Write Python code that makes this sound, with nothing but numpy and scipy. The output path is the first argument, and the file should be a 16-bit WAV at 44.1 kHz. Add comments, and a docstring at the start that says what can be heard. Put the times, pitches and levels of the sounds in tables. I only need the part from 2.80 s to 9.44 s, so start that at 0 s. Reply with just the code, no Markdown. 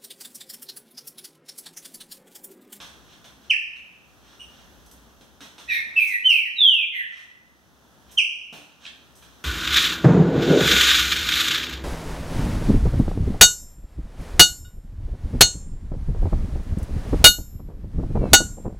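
"""In a bare, echoing room a caged songbird gives a sharp chip, a phrase of falling whistles, another chip.
Each note is a gliding near-sine from the syrinx, roughened by uneven vibration, with a hiss of breath.
Between notes, birds hop, flutter and tick against perches and bars, over room noise and a low hum.
Automatic gain control ducks the room noise under each loud note and lets it swell back."""
import sys
import numpy as np
from scipy import signal
from scipy.fft import rfft, irfft, next_fast_len
from scipy.io import wavfile
from scipy.ndimage import uniform_filter1d

SR = 44100
rng = np.random.default_rng(int(sys.argv[2]) if len(sys.argv) > 2 else 0)


def generate_wav(signal):
    """Clip the signal to [-1, 1] and save it as 16-bit WAV at the path in sys.argv[1]."""
    frames = np.transpose(np.atleast_2d(signal))
    scaled = np.clip(frames, -1, 1) * 32767
    pcm = np.round(scaled).astype(np.int16)
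    wavfile.write(sys.argv[1], SR, pcm)


N = 292824
TIME = np.arange(N) / SR


def from_db(db):
    """Amplitude ratio: a factor of ten for every 20 dB."""
    return 10 ** (np.asarray(db) / 20)


def rms_one(x):
    """Normalisation to unit mean power."""
    return x / np.sqrt(np.mean(x ** 2) + 1e-20)


def envelope(points):
    """Amplitude envelope, linear in decibels between (time_s, level_db) points."""
    return from_db(np.interp(TIME, *np.transpose(points)))


def at_hz(points, hz):
    """Interpolation on a logarithmic frequency axis."""
    point_hz, value = np.transpose(points)
    return np.interp(np.log(np.maximum(hz, 1)), np.log(point_hz), value)


def coloured(spectrum, size=N):
    """Spectral shaping: white noise filtered to the given spectrum, at unit power."""
    padded = next_fast_len(size)
    gain = from_db(at_hz(spectrum, np.fft.rfftfreq(padded, 1 / SR)))
    return rms_one(irfft(rfft(rng.standard_normal(padded)) * gain, padded)[:size])


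def wobble(rate_hz, size):
    """Random modulation: low-passed noise of about unit variance."""
    lowpass = signal.butter(2, rate_hz, fs=SR, output="sos")
    slow = signal.sosfilt(lowpass, rng.standard_normal(size + SR // 4))
    return rms_one(slow[SR // 4:])[:size]


# stereo width: frequency_hz, side_minus_mid_db
STEREO_WIDTH = [(60, 1.5), (250, -6.5), (480, -4.5), (1000, -17), (1450, -5.5), (1900, -6.5), (2350, -4.5),
                (2900, -2.5), (3500, -7), (6300, -1.5), (7500, -2), (15000, 3)]
# stereo balance: frequency_hz, left_minus_right_db
STEREO_BALANCE = [(200, 2), (1000, 0), (2000, -1.5), (2600, -1.5), (3200, -1), (5500, -1), (8000, 0),
                  (15000, -1.5)]

def diffuse_field(mid, side):
    """Partial coherence: the sum and difference of two unrelated signals give a diffuse left and right."""
    size = next_fast_len(len(mid))
    hz = np.fft.rfftfreq(size, 1 / SR)
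    width, sign = from_db(at_hz(STEREO_WIDTH, hz)), np.array([[1], [-1]])
    pair = (rfft(mid, size) + sign * width * rfft(side, size)) / np.sqrt(1 + width ** 2)
    balance = from_db(sign * at_hz(STEREO_BALANCE, hz) / 2)
    return irfft(pair * balance, size)[:, :len(mid)]


# spectrum of the room noise: frequency_hz, relative_db
AIR_SPECTRUM = [(25, -33), (45, -12.5), (62, 13.5), (85, 1.5), (230, 4), (400, -2), (1000, -5), (1700, -7),
                (2200, -17.5), (3300, -9), (4700, -17), (6300, -12), (7100, -21), (15500, -19)]
# envelopes of the room noise and the hum: time_s, level_db
AIR_LEVELS = [(0, -53), (1.2, -56), (1.9, -52), (2.6, -55.5), (4.0, -52.5), (5.2, -54.5), (6.1, -56),
              (6.64, -52.5)]
HUM_LEVELS = [(0, -62.5), (1.4, -76), (1.899, -57.5), (2.399, -58), (2.602, -78.5), (6.64, -79.5)]

def background(hum_hz=60.2, waver_hz=10):
    """Diffuse room noise, with a low hum that wavers by random frequency modulation."""
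    air = diffuse_field(coloured(AIR_SPECTRUM), coloured(AIR_SPECTRUM))
    hum = np.sin(2 * np.pi * np.cumsum(hum_hz + waver_hz * wobble(16, N)) / SR)
    return envelope(AIR_LEVELS) * air + envelope(HUM_LEVELS) * hum


def off_axis(x, beam_hz=7500):
    """Directivity: the treble of the direct sound is partly beamed away from the microphones."""
    return signal.sosfilt(signal.butter(1, beam_hz, fs=SR, output="sos"), x)


# reverberation time: frequency_hz, t60_s
ROOM_DECAY = [(200, 0.094), (1000, 0.94), (1900, 0.81), (2800, 0.71), (5500, 0.69), (9000, .55),
              (15000, 0.17)]

def room(x, early_t60_s=0.25, late_db=-2.0, echoes_per_s=700, gap_s=0.0028, pan_db=-2.5):
    """Reverberation: direct sound, sparse reflections from shelf and walls, then a dense, dulling tail."""
    t = TIME[:SR]
    hz, age, cells = signal.stft(rng.standard_normal((2, SR)), SR, nperseg=256)
    decay = from_db(-60 * age / at_hz(ROOM_DECAY, hz)[:, None])
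    late = signal.istft(cells * decay, SR)[1][:, :SR]
    late *= np.clip((t - gap_s) / 0.029, 0, 1)
    late *= np.sqrt(2 * np.log(1000) / (SR * at_hz(ROOM_DECAY, 2600)))   # normalise at the song's pitch
    polarity = rng.choice([-1, 1], (2, SR))
    arrivals = (rng.random((2, SR)) < echoes_per_s / SR) * (t > gap_s)
    early = polarity * arrivals * from_db(-60 * t / early_t60_s)
    early /= np.sqrt(np.sum(early ** 2, axis=1, keepdims=True))
    response = diffuse_field(*(early + from_db(late_db) * late))[:, :SR * 9 // 10]
    direct = off_axis(x) * from_db(np.array([[1], [-1]]) * pan_db / 2)
    return direct + signal.fftconvolve(x[None], response, axes=1)[:, :N]


# spectrum of claws or feathers scraping in the cage: frequency_hz, relative_db
SCRAPE_SPECTRUM = [(200, -18), (800, -4), (1600, 2.5), (2200, -5), (3200, 5), (4200, 0.5), (4700, -9.5),
                   (5400, -1), (6500, -3.5), (7000, -14.5), (8300, -8), (11000, -24.5), (15500, -21)]
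# wing rustles: centre_s, half_length_s, level_db
FLUTTERS = [(.32, .05, -56), (.65, .03, -61), (1.505, .05, -57), (1.76, .06, -58.5), (2.474, .03, -85),
            (4.35, 0.07, -51.5), (5.318, 0.036, -58.5), (6.048, 0.026, -49), (6.515, .12, -64.5)]

def flutters(stroke_hz=28, stroke_db=2.1):
    """Friction noise: feathers brush the air and the bars in uneven strokes."""
    swell = sum(from_db(db) * np.exp(-.5 * ((TIME - s) / half) ** 2) for s, half, db in FLUTTERS)
    return swell * from_db(stroke_db * wobble(stroke_hz, N)) * coloured(SCRAPE_SPECTRUM)


# resonances of the cage floor and of the bars: frequency_hz, relative_db
FLOOR_SPECTRUM = [(80, -19.5), (230, 6.5), (420, -3.5), (800, -5), (1500, -22), (3000, -21)]
BAR_SPECTRUM = [(3000, -32.5), (6200, -2), (7100, -13.5), (8400, -3.5), (10400, -8), (11300, -5.5),
                (12200, -4), (13000, -10.5), (14200, -6.5), (15500, -16.5)]
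# feet landing on a perch: start_s, strength_db, relative_thud_db
HOPS = [(.002, -36, -12.5), (0.443, -42, -9), (.959, -46, -23), (2.409, -48, -1.5), (2.606, -37.5, -7),
        (2.781, -39, -10.5), (4.368, -38.5, -31), (5.726, -36.5, 1.5), (6.425, -45, -10.5)]
# beak and claws on the bars: start_s, strength_db, decay_s (time to fall 20 dB)
TICKS = [(2.062, -55, .018), (2.113, -47.5, 0.012), (3.272, -37, .06), (5.314, -51.5, 0.055),
         (6.354, -57.5, .08)]

def taps(usual_hop_db=-39.5, hop_decay_s=.11, hop_ring_db=-11.5, tick_thud_db=-17, tick_ring_db=10.5):
    """Impact excitation: a contact scrapes, the floor thuds and the bars ring, all dying exponentially."""
    scrape, thud, ring = coloured(SCRAPE_SPECTRUM), coloured(FLOOR_SPECTRUM), coloured(BAR_SPECTRUM)
    # harder landings rattle longer
    hops = [(s, db, hop_decay_s * from_db(0.61 * (db - usual_hop_db)), thud_db, hop_ring_db)
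            for s, db, thud_db in HOPS]
    ticks = [(*tick, tick_thud_db, tick_ring_db) for tick in TICKS]
    out = np.zeros(N)
    for start_s, strength_db, decay_s, thud_db, ring_db in hops + ticks:
        start = round(start_s * SR)
        span = slice(start, min(start + SR // 2, N))
        age = TIME[span] - TIME[start]
        contact = scrape[span] + from_db(thud_db) * thud[span] + from_db(ring_db) * ring[span]
        out[span] += from_db(strength_db - 20 * age / decay_s) * contact / 2
    return out


def ping(start_s=3.835, pitch_hz=12960, level_db=-32.5, t60_s=.35):
    """A damped sinusoid: one thin, high ping during the longest whistle."""
    age = np.maximum(TIME - start_s, 0)
    return from_db(level_db - 60 * age / t60_s) * np.sin(2 * np.pi * pitch_hz * age)


def glide(length_s, top_hz, end_hz, peak_db, crest_s, attack_s, hold_s, fade_db):
    """Frequency sweep and envelope: pitch arches to a crest, then glides; level swells, holds and fades."""
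    scoop, sink_exponent, swell_exponent = 0.072, .86, 2.04
    t = np.arange(round(length_s * SR)) / SR
    arch = 1 - scoop * np.clip(1 - t / crest_s, 0, 1) ** 2
    sunk = np.clip((t - crest_s) / max(length_s - crest_s, 1 / SR), 0, 1) ** sink_exponent
    swell_db = 20 * swell_exponent * np.log10(np.clip(t / attack_s, 1e-6, 1))
    faded = np.clip((t - attack_s - hold_s) / max(length_s - attack_s - hold_s, 1 / SR), 0, 1)
    return top_hz * arch * (end_hz / top_hz) ** sunk, peak_db + swell_db - fade_db * faded


# weighting of the overtones by where they fall: frequency_hz, gain_db
OVERTONE_SPECTRUM = [(3300, -1.5), (4000, 0), (4650, -10), (5300, -12), (6200, -5), (7000, -36),
                     (8300, -6.5), (9300, -8.5), (10400, -46), (12000, -27), (13200, -5), (14200, -10.5),
                     (15500, -35.5)]
# air rushing through the syrinx and open beak: frequency_hz, relative_db
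BREATH_SPECTRUM = [(1500, -31), (3000, 5), (4100, 2), (4700, -14), (5500, -11.5), (6500, -1.5),
                   (7200, -33.5), (8400, 1), (9600, 1.5), (10600, -15.5), (12200, -6), (12900, 13.5),
                   (13900, 0.5), (15000, -32.5)]

def syrinx(start_s, hz, level_db, overtone_db, hiss_db, roughness, tilt_db, jitter_hz=450, buzz_hz=87):
    """Frequency and amplitude modulation: an unsteady membrane shakes a near-sine and makes it buzz."""
    start = round(start_s * SR)
    end = start + len(hz)
    t = TIME[:len(hz)]
    # the slack membrane of the low notes vibrates less evenly
    unevenness = roughness * (2600 / hz) ** 1.8
    shaken_hz = hz * (1 + 0.064 * unevenness * wobble(jitter_hz, len(t)))
    phase = 2 * np.pi * np.cumsum(shaken_hz) / SR
    tone = np.sin(phase)
    # the harder the bird pushes, the richer the tone
    effort_db = .25 * (level_db - level_db.max())
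    for k in range(2, 6):
        harmonic_db = overtone_db + effort_db + at_hz(OVERTONE_SPECTRUM, k * hz) - tilt_db * (k - 4)
        tone += from_db(harmonic_db) * np.sin(k * phase + .3 * wobble(jitter_hz, len(t)))
    fade = np.clip(np.minimum(t, t[-1] - t) / .003, 0, 1)
    buzz_db = 8.0 * unevenness * np.sin(2 * np.pi * buzz_hz * t)
    gain = fade * from_db(level_db + buzz_db)
    # the airflow, and its hiss, is greatest in the middle of the note
    hiss = from_db(hiss_db) * np.hanning(len(t)) * coloured(BREATH_SPECTRUM, len(t))
    return np.pad(np.sqrt(2) * tone * gain + hiss, (start, N - end))


# low notes: start_s, length_s, top_hz, end_hz, level_db, overtone_db, hiss_db, roughness
RASPS = [(0.725, 0.0179, 2034, 1740, -25.5, -32.5, -69.5, 0.3),
         (2.865, 0.15, 1966, 1834, -32, -15, -54, 0.42), (3.288, 0.083, 2145, 1853, -21, -32, -38, 0.2),
         (3.640, 0.049, 2090, 1870, -28.5, -32.5, -45.5, 0.3),
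         (4.105, .150, 2165, 1848, -23, -36.5, -43, 0.41), (6.04, 0.05, 1636, 1618, -53.5, 0.5, -78, 0.7)]

def rasps(attack_share=0.26, hold_share=0.33):
    """Irregular vibration at the bottom of the bird's range, mostly under or just after a louder note."""
    out = np.zeros(N)
    for start_s, length_s, top_hz, end_hz, level_db, *voice in RASPS:
        contour = glide(length_s, top_hz, end_hz, level_db, crest_s=0.0028,
                        attack_s=attack_share * length_s, hold_s=hold_share * length_s, fade_db=7.5)
        out += syrinx(start_s, *contour, *voice, tilt_db=4)
    return out


# sharp chips: start_s, length_s, top_hz, end_hz, level_db, fade_db, overtone_db
CHIPS = [(.695, 0.028, 3074, 2078, -4.5, 21.5, -29.5), (3.486, 0.051, 3020, 2097, -10.5, 13, -19.5),
         (5.37, 0.038, 3180, 2252, -4, 11, -26)]

def chips():
    """Fast frequency sweeps: a short, steep fall in pitch is heard as a chip."""
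    out = np.zeros(N)
    for start_s, *shape, fade_db, overtone_db in CHIPS:
        contour = glide(*shape, crest_s=0.011, attack_s=0.016, hold_s=0.0027, fade_db=fade_db)
        out += syrinx(start_s, *contour, overtone_db, hiss_db=-61, roughness=0.081, tilt_db=7)
    return out


# whistled notes: start_s, length_s, top_hz, end_hz, level_db, crest_s, attack_s, hold_s, fade_db,
# overtone_db, hiss_db, roughness
WHISTLES = [ (1.593, 0.052, 2887, 2920, -42.5, 0.009, 0.007, 0.0072, 8, -10.5, -77, 0.62),
            (2.874, 0.12, 2554, 2095, -27.5, .024, 0.023, 0.021, 6.5, -30.5, -44, .5),
            (3.152, 0.14, 2667, 2120, -7, 0.023, .030, .003, 24, -28.5, -32, 0.31),
            (3.434, .199, 3100, 2172, -4, .038, 0.03, 0.061, 21.5, -33.5, -34, 0.08),
            (3.75, 0.3, 4118, 2340, 0, 0.0038, 0.091, 0.041, 18, -34.5, -43.5, .05), ]

def whistles():
    """Slow frequency sweeps: after a soft peep, falling notes start higher and last longer each time."""
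    return sum(syrinx(start_s, *glide(*shape), overtone_db, hiss_db, roughness, tilt_db=1.8)
               for start_s, *shape, overtone_db, hiss_db, roughness in WHISTLES)


def scene(throat_cutoff_hz=1680):
    """Superposition of song and cage sounds in the room; the small throat acts as a high-pass filter."""
    throat = signal.butter(8, throat_cutoff_hz, "high", fs=SR, output="sos")
    song = signal.sosfilt(throat, chips() + whistles() + rasps())
    return room(song + taps() + flutters() + ping()) + background()


def microphones(x, centre_hz=1950, width_hz=270, mid_db=-3.5, side_db=12.0):
    """Phase opposition between two microphones: in one narrow band the centre sinks and the sides rise."""
    size = next_fast_len(N)
    band = np.exp(-((np.fft.rfftfreq(size, 1 / SR) - centre_hz) / width_hz) ** 2)
    mid = irfft(rfft(x[0] + x[1], size) * from_db(mid_db * band), size)[:N] / 2
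    side = irfft(rfft(x[0] - x[1], size) * from_db(side_db * band), size)[:N] / 2
    return np.array([mid + side, mid - side])


def gain_control(x, threshold_db=-16.5, strength=0.7, release_db_per_s=11.5, attack_s=0.0014):
    """Dynamic compression: the gain drops quickly under loud sound and creeps back."""
    power = uniform_filter1d(np.mean(x ** 2, axis=0), SR // 100)
    level_db = 10 * np.log10(np.maximum(power, 1e-12))
    cut_db = strength * np.maximum(level_db - threshold_db, 0)
    held_db = np.maximum.accumulate(cut_db + release_db_per_s * TIME) - release_db_per_s * TIME
    pole = np.exp(-1 / (attack_s * SR))
    return x * from_db(-signal.lfilter([1 - pole], [1, -pole], held_db))


def record(dry, cutoff_hz=15750):
    """Band limiting: a steep low-pass follows the microphones and the gain control."""
    levelled = gain_control(microphones(dry))
    return signal.sosfilt(signal.ellip(12, .1, 80, cutoff_hz, fs=SR, output="sos"), levelled)


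dry = scene()
out = record(dry)
generate_wav(out)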